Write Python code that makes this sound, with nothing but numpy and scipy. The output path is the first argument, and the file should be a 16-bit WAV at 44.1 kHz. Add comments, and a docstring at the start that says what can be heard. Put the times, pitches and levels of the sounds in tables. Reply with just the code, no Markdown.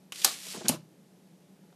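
"""A catch clicks close to the microphone in a small room: a spring-loaded umbrella is opening.
Its telescopic shaft slides out and bangs against the stop, ringing the steel and jolting the handle.
Nylon swishes and flaps as it unfolds, the runner hits home twice and the canopy snaps taut like a drum.
The open frame creaks faintly. A low room rumble lies under it all."""
import sys
import numpy as np
from scipy import signal
from scipy.fft import rfft, irfft
from scipy.io import wavfile

SR = 44100
rng = np.random.default_rng(int(sys.argv[2]) if len(sys.argv) > 2 else 0)


def bounce(signal):
    """Save signal as a 16-bit WAV file at the path given by the first command-line argument."""
    frames = np.transpose(np.atleast_2d(signal))
    limited = np.clip(frames, -1, 1)
    pcm = np.round(limited * 32767).astype(np.int16)
    wavfile.write(sys.argv[1], SR, pcm)


N = 77175
TIME = np.arange(N) / SR


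def amp(db):
    """Decibels to gain."""
    return 10 ** (np.asarray(db) / 20)


def unit(x):
    """Scale to rms 1."""
    return x / np.sqrt(np.mean(x ** 2))


def bell(offset, sigma):
    """Gaussian curve of height 1."""
    return np.exp(-.5 * (offset / sigma) ** 2)


def octaves(hz):
    """Distance of every spectrum bin from a frequency, in octaves."""
    return np.log2(np.maximum(np.fft.rfftfreq(N, 1 / SR), 1) / hz)


def colour(points):
    """Join (f/Hz, level/dB) points on a log axis, falling 12 dB per octave below the first."""
    hz, db = np.array(points).T
    return np.interp(octaves(1), np.log2(hz), db) + 12 * np.minimum(octaves(hz[0]), 0)


def tint(x, spectrum_db):
    """Minimum-phase filter with a given spectral shape; the energy is kept."""
    floored_db = np.maximum(spectrum_db, np.max(spectrum_db) - 70)
    cepstrum = irfft(np.log(amp(floored_db)), N)
    cepstrum[1:N // 2] *= 2
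    cepstrum[N // 2:] = 0
    filtered = irfft(rfft(x) * np.exp(rfft(cepstrum)), N)
    return unit(filtered) * np.sqrt(np.mean(x ** 2))


def noise(spectrum_db):
    """Steady coloured noise at rms 1."""
    return tint(rng.standard_normal(N), spectrum_db)


def decay(start, t60, hold_s=0):
    """Sudden onset, optional hold and exponential fall."""
    age = TIME - start
    onset = np.clip(age * SR / 8, 0, 1)
    return onset * np.exp(-np.log(1000) * np.maximum(age - hold_s, 0) / t60)


def burst(envelope, spectrum_db):
    """A random push of a given shape, heard through a spectrum."""
    return tint(envelope * rng.choice([-1., 1.], N), spectrum_db)


def cracks(blows, spectrum_db):
    """Each blow excites a dense cluster of quickly dying resonances."""
    return burst(sum(amp(db) * decay(start, t60) for start, db, t60 in blows), spectrum_db)


def ring(start, modes):
    """Decaying modes of a struck part; neighbours swing in opposite senses."""
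    age = TIME - start
    return sum((-1) ** k * amp(db) * decay(start, t60) * np.sin(2 * np.pi * hz * age)
               for k, (hz, db, t60) in enumerate(modes))


def puffs(swells, rise_db_oct, fall_db_oct):
    """Short swells of noise, each peaked at its own frequency."""
    out = 0
    for centre, db, sigma, hz in swells:
        away = octaves(hz)
        flanks_db = rise_db_oct * np.minimum(away, 0) - fall_db_oct * np.maximum(away, 0)
        out = out + amp(db) * burst(bell(TIME - centre, sigma), flanks_db)
    return out


# room tone at the microphone: f/Hz, relative level/dB
ROOM_TONE = [(30, -34), (75, -28), (120, -19), (165, -3), (195, -5.5), (230, -11), (370, -12.5),
             (620, -19.5), (900, -26.5), (1300, -31), (4000, -33.5), (13300, -37.5), (14500, -64.5)]

def room_tone(drone_hz=188, drone_width_oct=.07, whine_hz=840):
    """Steady rumble and hiss, with a wavering low drone and a faint whine."""
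    drone = noise(-20 * np.log10(1 + (octaves(drone_hz) / drone_width_oct) ** 2))
    whine = unit(np.sin(2 * np.pi * whine_hz * TIME))
    return amp(-59.5) * noise(colour(ROOM_TONE)) + amp(-62.5) * drone + amp(-81.5) * whine


def small_room(direct, wet_db=-16, delay_s=.01, low_t60=.25, treble_t60=.15, split_hz=5000):
    """Diffuse reflections from nearby walls follow the direct sound; the treble dies first."""
    wash = rng.standard_normal(N)
    low = signal.sosfiltfilt(signal.butter(2, split_hz, fs=SR, output="sos"), wash)
    tail = low * decay(delay_s, low_t60) + (wash - low) * decay(delay_s, treble_t60)
    return direct + amp(wet_db) * signal.fftconvolve(direct, tail / np.linalg.norm(tail))[:N]


# faint creaks of the settled frame: t/s, level/dB, t60/s
FRAME_CREAKS = [(1.638, -61.5, 0.013), (1.704, -63, 0.018), (1.727, -54, 0.019)]
# their spectrum: f/Hz, relative level/dB
CREAK_SPECTRUM = [(300, -1), (900, 4.5), (2100, -8.5), (4000, -15), (12000, -26.5)]

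def creaks():
    """The open frame shifts slightly in the hand."""
    return cracks(FRAME_CREAKS, colour(CREAK_SPECTRUM))


# swish of shaft and nylon, heard close: t/s, level/dB
SWISH_LEVELS = [(0.123, -52.5), (0.148, -48), (0.192, -42), (0.227, -43.5), (0.252, -30), (.37, -46.5),
                (.44, -45), (.52, -41), (.555, -44), (.585, -46), (.63, -52), (.66, -47), (0.679, -51),
                (.72, -41.5), (.755, -48), (.777, -70)]
# spectrum of swish and ticks: f/Hz, relative level/dB
SWISH_SPECTRUM = [(200, -9.5), (450, -11.5), (800, -13.5), (1500, -8), (2800, -0.5), (4200, 0),
                  (6200, -0.5), (9500, -3), (12500, -8), (15000, -24.5)]
# ribs ticking as they unfold: t/s, level/dB, t60/s
UNFOLDING_TICKS = [(.1582, -39.5, .015), (.2175, -36, .04), (.467, -37, .025)]

def slide(slips_per_s=10000, spread_db=1.5, slack_s=(.555, .685), fade_s=.03, soft_hz=7440):
    """Dense tiny slips of steel and nylon, duller while the cloth is slack, with a few rib ticks."""
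    slips = (rng.random(N) < slips_per_s / SR) * rng.standard_normal(N)
    slips *= amp(spread_db * rng.standard_normal(N))
    bright = colour(SWISH_SPECTRUM)
    soft = bright - 12 * np.maximum(octaves(soft_hz), 0)
    slack = np.clip(np.minimum(TIME - slack_s[0], slack_s[1] - TIME) / fade_s, 0, 1)
    rub = (1 - slack) * unit(tint(slips, bright)) + slack * unit(tint(slips, soft))
    times, db = np.array(SWISH_LEVELS).T
    envelope = amp(np.interp(TIME, times, db)) * (TIME > times[0]) * (TIME < times[-1])
    return envelope * rub + cracks(UNFOLDING_TICKS, bright)


# short bright scrapes, then the cloth's snap: t/s, level/dB, sigma/s, centre f/Hz
SCRAPES_AND_SNAP = [(.162, -48, .005, 2980), (.2215, -38, 0.0033, 3260), (.6575, -40, .0013, 3365),
                    (.6635, -44, .002, 2130), (.694, -34, 0.0084, 2850)]

def scrapes_and_snap():
    """Short bright scrapes as the umbrella opens, and the snap of the cloth coming taut."""
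    return puffs(SCRAPES_AND_SNAP, rise_db_oct=24, fall_db_oct=24)


# nylon flapping near the microphone: t/s, level/dB, sigma/s, centre f/Hz
PANEL_FLAPS = [(.259, -43.5, 0.0021, 240), (.469, -50, 0.0041, 470), (0.545, -48.5, .006, 900),
               (.550, -38.5, 0.0031, 201), (.557, -47.5, 0.0083, 850), (.573, -44.5, 0.0059, 374),
               (.587, -42, 0.0089, 182), (.6155, -40.5, 0.0065, 370), (.649, -38, .003, 200),
               (.659, -41, 0.0056, 1230), (.664, -36.5, .011, 220), (.696, -30.5, 0.0035, 660),
               (.721, -39.5, 0.013, 600), (.747, -36.5, 0.0061, 230), (.757, -50, 0.0094, 1000)]

def flaps():
    """Each loose panel pushes a short soft puff of air."""
    return puffs(PANEL_FLAPS, rise_db_oct=17, fall_db_oct=11)


# rattle of the folded ribs: t/s, level/dB, t60/s
RIB_RATTLE = [(.256, -32, 0.23)]
# its spectrum: f/Hz, relative level/dB
RATTLE_SPECTRUM = [(250, -9), (800, -3.5), (2000, -3.5), (3200, -4.5), (4200, 8.5), (6000, -6.5),
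                   (9500, -5), (14000, -16)]
# ring of the stretchers: f/Hz, relative level/dB, t60/s
STRETCHER_MODES = [(2632, -4, 0.077), (2866, -4.5, 0.033), (4870, -1.5, .08)]

def ribs():
    """The ribs rattle after the shaft's blow; the stretchers lock and ring at the runner's last hit."""
    lock_s = RUNNER_HITS[-1][0]
    return cracks(RIB_RATTLE, colour(RATTLE_SPECTRUM)) + amp(-32.5) * ring(lock_s, STRETCHER_MODES)


# click of the button catch: t/s, level/dB, t60/s
CATCH_CLICK = [(.1215, -31.5, 0.042)]
# its spectrum: f/Hz, relative level/dB
CATCH_SPECTRUM = [(200, -12.5), (550, -12), (1200, -8), (1900, -10), (2600, -1.5), (3300, -1), (4600, -11),
                  (7000, -11.5), (10500, -15), (14500, -25)]

def catch():
    """The catch lets go of the sprung shaft with one click."""
    return cracks(CATCH_CLICK, colour(CATCH_SPECTRUM))


# jolts in the handle: t/s, level/dB, t60/s
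HANDLE_JOLTS = [(.2469, -23, 0.018), (.257, -36, 0.18)]
# their spectrum: f/Hz, relative level/dB
JOLT_SPECTRUM = [(220, -13), (340, -7.5), (520, -7), (790, -1.5), (950, -12), (1150, 0), (1750, -13),
                 (2300, -21.5), (5000, -45)]
# hollow ring of the handle: f/Hz, relative level/dB, t60/s
HANDLE_MODES = [(772, -2, .16), (871, -2, 0.083), (1180, -6, .12), (1464, 0, .08), (1740, -0.5, 0.08)]

def handle(blow_s):
    """The handle takes the shaft's hardest blow and rings hollow."""
    return cracks(HANDLE_JOLTS, colour(JOLT_SPECTRUM)) + amp(-32) * ring(blow_s, HANDLE_MODES)


# shaft sections hitting their stops at close range: t/s, level/dB, t60/s
SHAFT_BLOWS = [(0.2455, -17, .04), (.2464, -11.5, 0.019), (0.2497, -21, 0.023)]
# their spectrum: f/Hz, relative level/dB
SHAFT_SPECTRUM = [(500, -24), (1500, -12.5), (3000, -6.5), (3900, 0), (5200, 0), (7800, -2.5), (9300, 1.5),
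                  (13300, -6.5), (15500, -16)]
# ring of the steel shaft and ribs: f/Hz, relative level/dB, t60/s
STEEL_MODES = [(3835, -1, .22), (4050, -3, .24), (4129, -2, .26), (4240, -4, .26), (4549, -6, .2),
               (4845, -5, .22), (5021, -3, .18), (5226, -2, .24), (5659, -5, .15), (6468, -2, .15),
               (7131, -3, .16), (9064, -2, .15), (10969, -2, .12)]

def shaft(blow_s, blow_db):
    """The sections slam into their stops; the hardest blow rings the steel."""
    steel = amp(blow_db - 29) * ring(blow_s, STEEL_MODES)
    return cracks(SHAFT_BLOWS, colour(SHAFT_SPECTRUM)) + steel


# runner hitting home: t/s, level/dB, t60/s, bright peak f/Hz
RUNNER_HITS = [(0.6831, -12, 0.0029, 6780), (.691, -15, 0.0039, 11000)]
# spectrum of hits and chatter: f/Hz, relative level/dB
RUNNER_SPECTRUM = [(400, -58), (2800, -30), (4000, 1.5), (7000, 3), (11500, 4.5), (13000, -4.5),
                   (15500, -11)]

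def runner(peak_db=15, peak_sigma_oct=.069, chatter_t60=.043):
    """Two hard ticks, each followed by the chatter of the rib joints."""
    out, body = 0, colour(RUNNER_SPECTRUM)
    for start, db, t60, hz in RUNNER_HITS:
        bright = body + peak_db * bell(octaves(hz), peak_sigma_oct)
        tick = amp(db) * burst(decay(start, t60, hold_s=.00055), bright)
        chatter = cracks([(start, db - 6, chatter_t60)], body)
        out = out + tick + chatter
    return out


# tugs as the cloth comes taut by the microphone: t/s, relative pressure, sigma/s
CANOPY_TUGS = [(.695, .07, .0006), (.6976, -.17, .0004)]
# drum modes of the canopy: f/Hz, relative level/dB, t60/s
CANOPY_MODES = [(125.5, -11.5, 0.5), (158.3, -1, .45), (231.3, 4.5, .11), (268, 2, .11), (1077, -6, 0.0777)]

def canopy(taut_s=.6935, low_cut_hz=147):
    """The cloth jerks taut, recoils and booms; it is too light to radiate deep bass."""
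    tugs = sum(pressure * bell(TIME - centre, sigma) for centre, pressure, sigma in CANOPY_TUGS)
    boom = amp(-29.5) * ring(taut_s, CANOPY_MODES)
    return signal.sosfilt(signal.butter(2, low_cut_hz, "high", fs=SR, output="sos"), tugs + boom)


def scene():
    """The umbrella opens in a small room, close to a single microphone."""
    blow_s, blow_db, _ = max(SHAFT_BLOWS, key=lambda blow: blow[1])  # the hardest blow
    mechanism = handle(blow_s) + catch() + shaft(blow_s, blow_db) + runner()
    umbrella = mechanism + slide() + scrapes_and_snap() + flaps() + canopy() + creaks() + ribs()
    return (small_room(umbrella) + room_tone())[None]


def record(dry, bass_hz=60, top_hz=15100):
    """A small microphone thins the bass; the top is cut steeply."""
    thin = signal.sosfilt(signal.butter(1, bass_hz, "high", fs=SR, output="sos"), dry)
    return signal.sosfilt(signal.ellip(8, .2, 70, top_hz, fs=SR, output="sos"), thin)


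dry = scene()
out = record(dry)
bounce(out)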